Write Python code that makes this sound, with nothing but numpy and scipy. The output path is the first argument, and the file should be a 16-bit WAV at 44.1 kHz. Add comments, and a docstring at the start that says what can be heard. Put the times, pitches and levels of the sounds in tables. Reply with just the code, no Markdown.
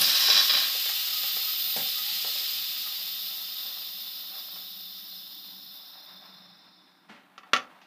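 """In a small tiled kitchen, a pressure cooker stands in the sink while a hand tilts its valve weight.
Steam blasts out wet and sputtering, then settles to a hiss that dies away with the pressure.
The liquid simmers and the pot bumps the sink. At the end the weight scrapes, clicks twice and
drops on the lid with a clank. The room echoes briefly and hums low; the sound is mono."""
import sys
import numpy as np
from scipy import signal
from scipy.fft import rfft, irfft, next_fast_len
from scipy.io import wavfile
from scipy.ndimage import map_coordinates

SR = 44100
rng = np.random.default_rng(int(sys.argv[2]) if len(sys.argv) > 2 else 0)


def generate_wav(sig):
    """Save sig (samples, or channels by samples) to the path in sys.argv[1] as 16-bit PCM at SR."""
    pcm = np.round(np.clip(np.atleast_2d(sig).T, -1, 1) * 32767).astype(np.int16)
    wavfile.write(sys.argv[1], SR, pcm)


N = 346626

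# Levels in dB are relative. A fade time (t60) is how long a sound takes to drop by 60 dB.
# Pitches at which the steam rings. Each row: pitch in Hz, width in Hz, level in dB.
OPEN_VALVE = [(576, 7, -22), (1088, 16, -11), (1264, 3.9, -7), (1580, 99, -16), (1800, 42, -13),
              (2428, 21, -9.5), (3240, 85, -10), (3390, 28, -6), (3960, 115, -1), (4750, 63, -5),
              (5050, 19, 1.5), (5560, 41, -2.5)]
NARROW_VALVE = [(3090, 240, -8), (3566, 93, 3), (3885, 160, -0.5), (4203, 81, 1.5), (4460, 56, -2.5),
                (4720, 130, 0.5), (5095, 91, 0.5), (5230, 190, -5), (5723, 43, -8.5)]
WHISTLE = [(3530, 60, -1), (3690, 80, -1), (3900, 65, -6), (4170, 60, -3), (4540, 60, -13), (4780, 85, -7),
           (5060, 80, -7), (5290, 70, -3), (5690, 55, -12)]  # the valve at the last of the pressure
SLOW_RIM = [(10500, 330, -13.5), (12200, 200, -21), (13080, 200, -6), (13750, 230, 1), (14650, 450, -5)]  # the thin jet at the vent's rim, once it has slowed
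LID_HOLLOW = [(809, 6.4, -3), (1264, 39, -2.5), (1904, 59, -6.5)]  # the space under the lid

# Tone colours of the noises. Each row: frequency in Hz, level there in dB.
ROAR = [(60, -61.5), (110, -36), (190, -15.5), (310, -13.5), (410, -30.5), (540, -10), (900, -12.5),
        (1200, -7.5), (2200, -6.5), (3400, -0.5), (5400, 5), (6500, -11), (11500, -15), (12900, -1),
        (14000, -8)]  # wide-open steam
TURBULENCE = [(200, -52), (450, -20), (800, -14.5), (2200, 0), (3000, 9), (5200, 1.5), (7000, -0.5),
              (8500, -5), (11000, -5), (12500, 1.5), (15000, -1.5)]  # swirls in the narrow gap
FAST_RIM = [(8500, -40), (9700, -21), (11000, -19), (12600, -7), (13750, 2), (15400, -9)]  # the thin jet while it is fast
PUFF = [(7500, -24.5), (9700, 3.5), (15000, -3)]  # the first spurt
SPIT = [(150, -42), (400, -15), (540, 1), (660, -8), (820, 2), (1000, -11), (1250, -3), (1500, -11),
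        (1850, -5), (2600, -14), (9000, -34)]  # a drop in the valve
CRACK = [(110, -42), (240, -5), (420, -9), (560, -1), (900, -13), (1230, 8), (1600, -1), (2750, 2),
         (4800, -5), (6700, -12), (8000, -28), (12000, -28), (15000, -42)]  # the weight hitting its pipe
RASP = [(80, -20), (200, 9), (420, -6.5), (750, 1.5), (1500, 2), (3700, -6), (6500, -22), (14000, -36)]  # the weight sliding
BOIL = [(150, -35), (480, -11), (660, -1), (800, -1.5), (1150, -2), (1600, -5), (2500, -10), (4000, -14.5),
        (7000, -31)]  # the bubbling liquid
THUMP = [(50, -38), (95, -20), (170, 5), (270, -8), (410, -13), (510, 0), (640, -10), (810, -1),
         (1000, -14), (2500, -9), (12000, -17)]  # the pot against the sink
ROOM_TONE = [(70, -36), (110, -7), (150, -3.5), (187, 13), (235, -4.5), (280, 2), (320, -1), (500, -20),
             (1500, -9.5), (5000, -34.5), (15000, -25)]  # the kitchen's drone

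# The weight is tipped wide open.
# Each row: start in seconds, hold in seconds, level in dB, treble limit in Hz.
SURGES = [(-.02, .29, -25, 14400), (0.265, 0.145, -21, 7300), (0.483, 0.093, -22, 4700),
          (.6, 0.054, -26, 4270), (.945, 0.017, -51, 4530), (2.71, .02, -48, 4200)]
# The hand drifts on the tilted weight. Each row: time in seconds, change in flow in dB.
GAP_OPENING = [(0, 1), (.76, 0.7), (1.3, 0.56), (1.76, 0.1), (1.92, 2), (2.03, 0.5), (2.11, 2.5),
               (2.48, 2.5), (2.64, 2), (2.98, 0.83), (4.6, 0), (5.5, 2)]
# The sizzle at the vent's rim. Each row: time in seconds, level against the flow in dB.
SIZZLE_LEVEL = [(.62, -4.5), (1.4, -2.2), (1.73, 1), (1.87, -2.5), (5.5, -5.5)]
# Notes of the hollow under the lid. Each row: peak time in seconds, pitch in Hz, level in dB.
HOOTS = [(1.165, 1257, -46), (1.49, 1257, -44.5), (1.99, 1257, -43), (2.09, 810, -47), (2.875, 1257, -47)]
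# Drops spat through the valve. Each row: start in seconds, level in dB, brightness in dB per octave.
SPITS = [(0.284, -33.5, -1), (.749, -44.5, -5), (.86, -39, 4.5), (.89, -32.5, 7.5), (1.072, -42, 5.5),
         (1.234, -40.5, 3.5), (1.365, -43.5, -5), (1.984, -38, 10), (2.246, -42, -4.5), (2.28, -49, -6),
         (2.279, -50, -2), (2.355, -47.5, -4), (2.41, -51, -8), (2.87, -49.5, 1.5)]
# The weight meets the vent pipe.
# Each row: start in seconds, crack level in dB, lid ring level in dB, crack fade time in seconds.
CONTACTS = [(7.3785, -39, -52, .045), (7.432, -50, -53, .02), (7.533, -8.5, -26.5, .024),
            (7.536, -15, -24.5, .03), (7.5505, -25, -42, .03), (7.5622, -22, -31, .035),
            (7.5705, -27, -40, .035), (7.815, -55, -64, .25)]
# The notes of the metal lid. Each row: pitch in Hz, level in dB, fade time in seconds.
LID_NOTES = [(250, -12, .14), (516, -12, .1), (759, -10, .14), (1147, 4.5, .095), (1255, -1, .07),
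             (1344, 2, .1), (1412, -3, .08), (1803, -1, .07), (1965, -4, .09), (2250, -7, .11),
             (2620, -5, .08), (3025, -7, .08), (3470, -7, .09), (4484, -13, .09)]
# Swells in the simmer; the last row is a soft rush of noise around the clank.
# Each row: peak time in seconds, half width in seconds, level in dB.
SWELLS = [(3.7, 0.095, -52), (4.37, 0.048, -50.5), (4.56, 0.049, -52.5), (6.15, 0.34, -54.5),
          (7.699, 0.23, -53)]
# The pot bumps the sink. Each row: start in seconds, level in dB.
BUMPS = [(.005, -37), (1.762, -31.5), (1.784, -39), (3.651, -52), (4.559, -52)]
# The room's lower hum swells and sinks. Each row: time in seconds, level in dB.
LOWER_HUM_LEVEL = [(.9, -8), (1.4, -1), (4.1, -3), (5.22, .5), (5.42, -4), (5.65, 6), (5.9, -8.5),
                   (6.42, 4), (6.85, -5)]
# The echo off the tiles. Each row: frequency in Hz, fade time in seconds.
ECHO_FADE = [(150, 0.52), (1000, 0.25), (4000, 0.18), (12000, 0.18)]


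def blast():
    """Wet steam surges through the wide-open valve; water in the throat makes it sputter."""
    sputter_db = 0.5 * wobble(45.75) + 2.3 * wobble(260)
    jet = amp(-1.0) * blown(OPEN_VALVE) + amp(-0.5) * noise(ROAR)
    strengths = np.array([amp(db) * envelope(start, hold, attack=0.016, t60=0.36)
                          for start, hold, db, _ in SURGES])
    colours = np.array([filtered(jet, lambda hz: 1 / np.sqrt(1 + (hz / top_hz) ** 10))
                        for *_, top_hz in SURGES])
    strongest = strengths.argmax(axis=0)  # only one surge is heard at a time
    return amp(sputter_db) * np.choose(strongest, strengths * colours)


def hiss():
    """Dry steam rushes through the narrow gap; its swirls die sooner than the valve's ringing."""
    flow_db = steam_flow() + curve(GAP_OPENING)
    flutter_db = 0.28 * wobble(16) + 0.5 * wobble(110)
    # a fast stream damps the ringing, a slow one lets it whistle
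    fast_share = np.interp(flow_db, [-47, -30], [0, 1])
    fast, slow = np.sqrt(fast_share), np.sqrt(1 - fast_share)
    valve = amp(flow_db - 3.0) * (fast * blown(NARROW_VALVE) + slow * blown(WHISTLE))
    swirls = amp(1.796 * flow_db + 17.0) * noise(TURBULENCE)
    hollow = amp(1.53 * steam_flow() - 9.5 + 1.2 * wobble(22.14)) * blown(LID_HOLLOW)
    sizzle = fast * noise(FAST_RIM) + slow * blown(SLOW_RIM)
    rim = amp(rim_level() + 0.7 * wobble(40)) * sizzle
    return amp(flutter_db) * (valve + swirls + hollow + rim)


def steam_flow():
    """Strength of the steam in dB: the jet slows at an even pace until the steam runs out."""
    full_db, empty_s, speed_power = -26.5, 7.276, 1.381
    speed = np.maximum(1 - np.arange(N) / SR / empty_s, 1e-3)
    return full_db + speed_power * 20 * np.log10(speed)


def rim_level():
    """Strength of the thin jet in dB: it follows the flow and collapses at low pressure."""
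    flow_db = steam_flow()
    stall_db = -45.5  # the collapse begins below this flow
    collapse_db = 1.8 * np.minimum(flow_db - stall_db, 0)
    return flow_db + curve(SIZZLE_LEVEL) + collapse_db


def puff():
    """A short bright spurt escapes as the seal first gives way."""
    track = np.zeros(N)
    add(track, start=0.0091, sound=amp(-13) * burst(PUFF, t60=0.063, attack=0.0032))
    return track


def hoots():
    """The flow briefly catches a note of the hollow under the lid."""
    t = np.arange(N) / SR
    return sum(amp(db) * swell(t, peak, half_width=0.022) * fuzzy_tone(hz, blur_hz=14.2, size=N)[0]
               for peak, hz, db in HOOTS)


def spits():
    """Each drop makes a short hollow sputter under the lid, with its own loudness and brightness."""
    track = np.zeros(N)
    for start, db, brightness in SPITS:
        colour = [(hz, level + brightness * np.log2(hz)) for hz, level in SPIT]
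        add(track, start, amp(db + 4.5) * burst(colour, t60=0.087, attack=0.00049))
    return track


def valve_weight():
    """The weight scrapes on its pipe; then each hit cracks and rings a new mix of the lid's notes."""
    slide = envelope(start=7.083, hold=0.02, attack=0.02, t60=0.49)
    track = slide * amp(-46.5 + 1.4 * wobble(250)) * noise(RASP)
    t = np.arange(SR // 3) / SR
    hz, note_db, t60 = np.transpose(LID_NOTES)[:, :, None]
    for start, crack_db, ring_db, crack_t60 in CONTACTS:
        strength = amp(note_db + 1.7 * rng.standard_normal(hz.shape))
        tones = fuzzy_tone(hz, blur_hz=10.4, size=len(t))  # the loose weight blurs the notes
        notes = strength * amp(-60 * t / t60) * tones
        ring = notes.sum(axis=0) * (1 - np.exp(-t / 0.0007))
        crack = burst(CRACK, crack_t60, attack=0.00072)
        add(track, start, amp(ring_db) * ring + amp(crack_db) * crack)
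    return track


def pot_bumps():
    """The heavy pot knocks dully against the sink."""
    track = np.zeros(N)
    for start, db in BUMPS:
        add(track, start, amp(db) * burst(THUMP, t60=0.3, attack=0.00067))
    return track


def simmer():
    """The liquid bubbles unevenly as the pressure falls; a soft rush of noise swells around the clank."""
    t = np.arange(N) / SR
    steady = amp(-51 - 1.58 * t)  # falls 1.58 dB each second
    swells = [amp(db) * swell(t, peak, half_width) for peak, half_width, db in SWELLS]
    strength = amp(-3.0) * np.linalg.norm([steady, *swells], axis=0)  # their powers add up
    bubbling_db = 1.2 * wobble(25) + 2.2 * wobble(140)
    return strength * unit(amp(bubbling_db) * noise(BOIL))


def kitchen_echo(x):
    """Sound bounces around the tiled room; the treble dies first."""
    hz, t, spectrum = signal.stft(rng.standard_normal(SR // 2), SR, nperseg=256)
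    fade = amp(-60 * t / along(ECHO_FADE, hz)[:, None])
    tail = signal.istft(spectrum * fade, SR, nperseg=256)[1]
    first_wall_delay = np.zeros(SR // 300)
    return signal.fftconvolve(x, np.r_[first_wall_delay, tail / np.linalg.norm(tail)])[:N]


def room_tone():
    """A low wavering drone fills the kitchen; its two hums swell and sink on their own."""
    split_hz = 235
    tone = noise(ROOM_TONE)
    lower = filtered(tone, lambda hz: hz < split_hz)
    upper = filtered(tone, lambda hz: (hz >= split_hz) & (hz < 2 * split_hz))
    air = tone - lower - upper
    hums = amp(curve(LOWER_HUM_LEVEL) + wobble(12)) * lower + amp(wobble(4.15)) * upper
    return amp(-62.5) * (hums + air)


def amp(db):
    """Turn decibels into a number to multiply by."""
    return 10 ** (np.asarray(db) / 20)


def unit(x):
    """Scale x to an average strength (rms) of 1."""
    return x / np.sqrt(np.mean(x ** 2) + 1e-20)


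def along(points, hz):
    """Read between (Hz, value) rows, with octaves evenly spaced."""
    frequencies, values = np.transpose(points)
    return np.interp(np.log(hz + 1), np.log(frequencies + 1), values)


def curve(rows):
    """Join (seconds, value) rows with straight lines, one value per sample."""
    return np.interp(np.arange(N) / SR, *np.transpose(rows))


def wobble(rate):
    """A smooth curve through `rate` random values a second."""
    return map_coordinates(rng.standard_normal(int(N * rate / SR) + 4), [np.arange(N) * rate / SR])


def envelope(start, hold, attack, t60):
    """A loudness shape that rises, holds, then dies away; times are in seconds."""
    t = np.arange(N) / SR - start
    return np.clip(t / attack, 0, 1) * amp(-60 * np.maximum(t - hold, 0) / t60)


def swell(t, peak, half_width):
    """A bell-shaped rise and fall; times are in seconds."""
    return np.exp(-((t - peak) / half_width) ** 2 / 2)


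def filtered(x, response):
    """Turn each frequency in x up or down by response(hz)."""
    size = next_fast_len(len(x) + 8192)
    return irfft(rfft(x, size) * response(np.fft.rfftfreq(size, 1 / SR)), size)[:len(x)]


def noise(colour, size=N):
    """Noise with the given tone colour, at strength 1."""
    return unit(filtered(rng.standard_normal(size), lambda hz: amp(along(colour, hz))))


def blown(peaks):
    """Rushing noise that rings at the given pitches, at strength 1."""
    def gain(hz):
        heights = (amp(db) / (1 + ((hz - pitch) / width) ** 2) for pitch, width, db in peaks)
        return np.sqrt(sum(height ** 2 for height in heights))
    return unit(filtered(rng.standard_normal(N), gain))


def burst(colour, t60, attack):
    """A third of a second of noise that starts fast and dies away."""
    t = np.arange(SR // 3) / SR
    return noise(colour, size=len(t)) * amp(-60 * t / t60) * (1 - np.exp(-t / attack))


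def fuzzy_tone(hz, blur_hz, size):
    """Sine waves that drift at random, spreading each pitch over a band blur_hz wide."""
    drift = np.sqrt(2 * np.pi * blur_hz / SR) * rng.standard_normal((np.size(hz), size))
    start_phase = 2 * np.pi * rng.random((np.size(hz), 1))
    return np.sin(start_phase + np.cumsum(2 * np.pi * hz / SR + drift, axis=1))


def add(track, start, sound):
    """Mix a sound into the track at `start` seconds."""
    part = track[round(start * SR):][:len(sound)]
    part += sound[:len(part)]


def scene():
    """Steam, pot and room, alike in both ears."""
    steam = puff() + blast() + hiss() + hoots() + spits() + simmer()
    metal = valve_weight() + pot_bumps()
    direct = amp(-1.5) * steam + metal
    mono = direct + amp(-8.5) * kitchen_echo(direct) + room_tone()
    return np.array([mono, mono])


def record(dry):
    """A small microphone loses the deep bass and cuts off the highest treble."""
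    bass_hz, top_hz = 95, 15400
    response = lambda hz: hz ** 2 / (hz ** 2 + bass_hz ** 2) / (1 + (hz / top_hz) ** 200)
    return np.array([filtered(channel, response) for channel in dry])


dry = scene()
out = record(dry)
generate_wav(out)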